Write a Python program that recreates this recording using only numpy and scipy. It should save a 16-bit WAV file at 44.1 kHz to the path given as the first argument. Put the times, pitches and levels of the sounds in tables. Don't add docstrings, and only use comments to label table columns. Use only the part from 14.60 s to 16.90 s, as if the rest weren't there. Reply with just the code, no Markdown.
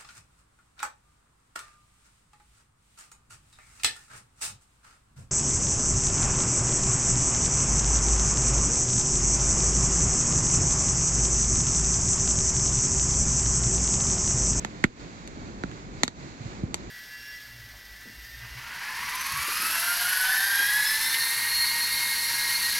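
import sys
import numpy as np
from scipy import signal
from scipy.fft import rfft, irfft
from scipy.io import wavfile
from scipy.ndimage import uniform_filter1d, minimum_filter1d

SR = 44100
rng = np.random.default_rng(int(sys.argv[2]) if len(sys.argv) > 2 else 0)


def dump_mix(stems):
    frames = np.atleast_2d(stems).T
    limited = np.clip(frames, -1, 1)
    pcm = np.round(limited * 32767).astype(np.int16)
    wavfile.write(sys.argv[1], SR, pcm)


N = 101430
FREQS = np.maximum(np.arange(N // 2 + 1) * SR / N, 1)
FLAME_TOP_HZ = 600


def amp(db):
    return 10 ** (np.asarray(db) / 20)


def curve(points):
    hz, value = np.array(points, float).T
    return np.interp(np.log(FREQS), np.log(hz), value)


def causal(gain):
    cepstrum = irfft(np.log(gain + 1e-9), N)
    fold = 1 + np.sign(np.fft.fftfreq(N))
    return np.exp(rfft(cepstrum * fold))


def pan(points):
    difference_db = curve(points)
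    gains = amp(np.array([difference_db, -difference_db]) / 2)
    return gains / np.sqrt(np.mean(gains ** 2, axis=0))


def delay(seconds):
    return np.exp(-2j * np.pi * FREQS * seconds)


LEFT_LAG_S = 0.0003966


def both_sides():
    return np.array([delay(LEFT_LAG_S), delay(0)])


def walk(rate_hz):
    k = int(SR / rate_hz)
    steps = np.repeat(rng.standard_normal(N // 100), k)[:N]
    smooth = uniform_filter1d(uniform_filter1d(steps, k), k)
    return np.sqrt(2) * smooth


def burst(decay_s):
    fade = np.exp(-np.arange(N) / SR / decay_s)
    noise = rng.standard_normal((2, N)) * fade
    return rfft(noise / np.sqrt(np.sum(noise ** 2, axis=1, keepdims=True)))


def resonance(hz, width_hz):
    return 1 / np.hypot(1, (FREQS - hz ** 2 / FREQS) / width_hz)


LOW_LAG_CYCLES, LOW_LAG_TOP_HZ = 1.35, 1274


def late_lows(spectrum):
    cycles = LOW_LAG_CYCLES * np.log((1 + FREQS / 20) / (1 + FREQS / LOW_LAG_TOP_HZ))
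    return irfft(spectrum * np.exp(-2j * np.pi * cycles), N)


# frequency in Hz, relative level in dB per Hz.
BURN_COLOUR = [(20, -13), (45, 3), (80, -2), (130, 1), (200, 0.5), (310, -0.5), (430, -8), (700, -11.5),
               (1000, -12), (1400, -13.5), (1750, -15.5), (2250, -15), (3000, -23.5), (4300, -19.5),
               (5400, -26), (7000, -21.5), (8000, -33), (8900, -57.5), (12000, -52.5), (16000, -64.5)]
# frequency in Hz, left minus right in dB.
BURN_PAN = [(60, 0.5), (110, -6), (250, 1), (1200, -1.5), (2400, -8), (4400, -7), (7500, 1)]
# frequency in Hz, share of the power common to both sides (0 to 1).
LIKENESS = [(100, 0.54), (300, 0.91), (1300, 0.66), (3000, 0.083), (8000, 0.067)]
# time in seconds, level in dB.
FLAME_LEVEL = [(0, -1), (.6, 0), (.9, 1), (1.2, 1), (1.65, -2), (1.85, 1), (2.3, 1.5)]
BURN_DB = -41
FLUTTER_DB, HISS_FLICKER_DB, FLUTTER_HZ = 1.5, 1.5, 14.38
SIZZLE_PER_S, SIZZLE_DB = 200, -20


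def burning():
    share = np.clip(curve(LIKENESS), 0, 1)
    common = np.sqrt(share) * both_sides() * rfft(rng.standard_normal(N))
    separate = np.sqrt(1 - share) * rfft(rng.standard_normal((2, N)))
    air = common + separate

    ticks = (rng.random(N) < SIZZLE_PER_S / SR) * rng.standard_normal(N)
    sizzle = amp(SIZZLE_DB) * both_sides() * rfft(ticks / ticks.std())

    colour = amp(curve(BURN_COLOUR))
    colour = amp(BURN_DB) * colour / np.sqrt(np.mean(colour ** 2)) * pan(BURN_PAN)

    low = 1 / (1 + (FREQS / FLAME_TOP_HZ) ** 2)
    swell_db = np.interp(np.arange(N) / SR, *np.array(FLAME_LEVEL).T)
    flutter = amp(swell_db + FLUTTER_DB * walk(FLUTTER_HZ))
    flames = irfft(air * colour * low, N) * flutter
    flicker = amp(HISS_FLICKER_DB * walk(FLUTTER_HZ))
    hiss = irfft((air + sizzle) * colour * (1 - low), N) * flicker
    return flames + hiss


# start in seconds, pitch in Hz, level in dB, width in octaves.
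PUFFS = [(1.052, 54, 16.5, 0.2), (1.807, 125, 20.5, 0.28), (1.854, 113, 23, 0.35), (2.033, 116.7, 26, 0.87),
         (2.253, 50.6, 17.5, 0.33)]


def puffs():
    out = 0
    for start, hz, db, octaves in PUFFS:
        hump = np.exp(-(np.log2(FREQS / hz) / octaves) ** 2 / 2)
        out = out + amp(db) * hump * delay(start)
    return late_lows(out * both_sides() * pan(BURN_PAN))


# ratio to the ring pitch, level in dB, width in Hz.
WOOD_MODES = [(.73, -1, 254), (1, 2.5, 256), (1.18, -15, 250), (1.38, -14.5, 248)]


def wood(ring_hz):
    power = 0
    for ratio, db, width_hz in WOOD_MODES:
        power = power + (amp(db) * resonance(ratio * ring_hz, width_hz)) ** 2
    return np.sqrt(power) / np.hypot(1, (FREQS / ring_hz / 1.345) ** 3)


# start in seconds, then relative levels in dB
# of the low thud, knock, bite, crack and top fizz, ring pitch in Hz, its level in dB, splinter decay in
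# seconds, lower ping in Hz, its level in dB, upper ping in Hz, its level in dB, extra left minus right in dB.
POPS = [(0.0482, 13, 3, -8, -8, -20, 1880, 8.5, 0.00096, 890, 9, 3390, 10, -1),
        (0.2394, 3, -2, -15, -5.5, -23.5, 2000, -9, 0.0012, 1000, 5, 4340, 11, 2),
        (0.2405, 32.5, 8.5, 18, -4.5, -13, 2000, 25.5, 0.0038, 1490, 18, 2515, 20, 0.5),
        (0.6755, -15, -18, -14, -17.5, -26.5, 2480, -11.5, 0.00089, 4340, -24, 6840, -1, 1),
        (1.0366, 18.5, -4, -9, -16.5, -36, 1410, 11, 0.0012, 1200, 11.5, 1900, 5, -0.5),
        (1.1148, -4, -21, -17, -28, -41, 2330, -8.5, 0.00067, 4430, -22, 6900, -20, 0),
        (1.4339, 20, 14.5, 10.5, 5.5, -5, 1920, 15.5, 0.0011, 4500, 10, 6780, 17, 0),
        (1.479, 10.5, 6, -1, 0.5, -20, 1860, 9, .001, 3950, 13, 4520, 4.5, -3.5),
        (2.1433, 8.5, 5, 5, -7.5, -7.5, 2080, -5, 0.0012, 4540, 7, 5800, 10, -2)]
POP_ANCHORS_HZ = [320, 800, 2300, 4500, 10500]
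# frequency in Hz, added level in dB.
POP_COLOUR = [(25, -14), (90, -8.5), (240, 1), (450, -4), (900, 1.5), (1150, -5), (1400, -1.5),
              (1630, -16.5), (1950, 0.5), (2300, 1.5), (2550, -4.5), (2900, -0.5), (3250, 2.5), (3700, 9),
              (4200, 8), (4550, 4.5), (4950, -6), (6000, 10), (7500, 13), (8800, -4), (12000, -1.5),
              (16000, -32)]
# frequency in Hz, left minus right in dB.
POP_PAN = [(100, -12), (280, 3), (650, -3), (1300, -11), (2100, -14.5), (3500, -2), (7000, 4), (12000, 2)]
PING_WIDTH_HZ = 100
SPLINTER_DB = -2
STONE_ECHO_S, STONE_ECHO_DB = 0.001087, -10.5
ROCKS_S, ROCKS_DB = 0.005, -9
FOREST_S, FOREST_DB = 0.015, -13.5


def pops():
    out = 0
    treble = FREQS ** 2 / (FREQS ** 2 + FLAME_TOP_HZ ** 2)
    echo = amp(STONE_ECHO_DB) * treble
    splinters = amp(SPLINTER_DB) * treble
    pulse = both_sides() * (1 + echo * delay(STONE_ECHO_S))

    for (start, thud_db, knock_db, bite_db, crack_db, fizz_db, ring_hz, ring_db,
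         tear_s, lower_hz, lower_db, upper_hz, upper_db, left_db) in POPS:
        levels_db = (thud_db, knock_db, bite_db, crack_db, fizz_db)
        body = amp(curve(list(zip(POP_ANCHORS_HZ, levels_db))) + curve(POP_COLOUR))

        lower_ping = amp(lower_db) * resonance(lower_hz, PING_WIDTH_HZ)
        upper_ping = amp(upper_db) * resonance(upper_hz, PING_WIDTH_HZ)
        pings = np.hypot(lower_ping, upper_ping) / np.hypot(1, (FREQS / upper_hz / 2) ** 4)
        rings = np.hypot(amp(ring_db) * wood(ring_hz), pings)

        push = (pulse + splinters * burst(tear_s)) / np.sqrt(1 + splinters ** 2 + echo ** 2)
        scattered = push + amp(ROCKS_DB) * treble * burst(ROCKS_S)
        near = scattered * causal(np.hypot(body, rings))
        far = amp(FOREST_DB) * burst(FOREST_S) * causal(body)
        side = amp([[left_db / 2], [-left_db / 2]])
        out = out + (near * side + far) * delay(start)
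    return late_lows(out * pan(POP_PAN))


def scene():
    return burning() + pops() + puffs()


def trailing_mean(x, seconds):
    k = int(seconds * SR)
    return signal.fftconvolve(x, np.ones(k) / k)[:N]


DUCK_ABOVE_DB, DUCK_DB = -16.5, -8.5
DUCK_HOLD_S, DUCK_SLEW_S = 0.1, 0.053
TOP_HZ = 16300


def record(dry):
    power = trailing_mean(np.mean(dry ** 2, axis=0), .01)
    level_db = 10 * np.log10(np.abs(power) + 1e-12)
    over = np.clip(level_db - DUCK_ABOVE_DB, 0, 1)
    k = int(DUCK_HOLD_S * SR / 2)
    held = -minimum_filter1d(-over, 2 * k + 1, origin=k, mode="constant")
    ducked = dry * amp(DUCK_DB * trailing_mean(held, DUCK_SLEW_S))
    top_cut = signal.ellip(8, .2, 70, TOP_HZ, fs=SR, output="sos")
    return signal.sosfilt(top_cut, np.clip(ducked, -1, 1))


dry = scene()
out = record(dry)
dump_mix(out)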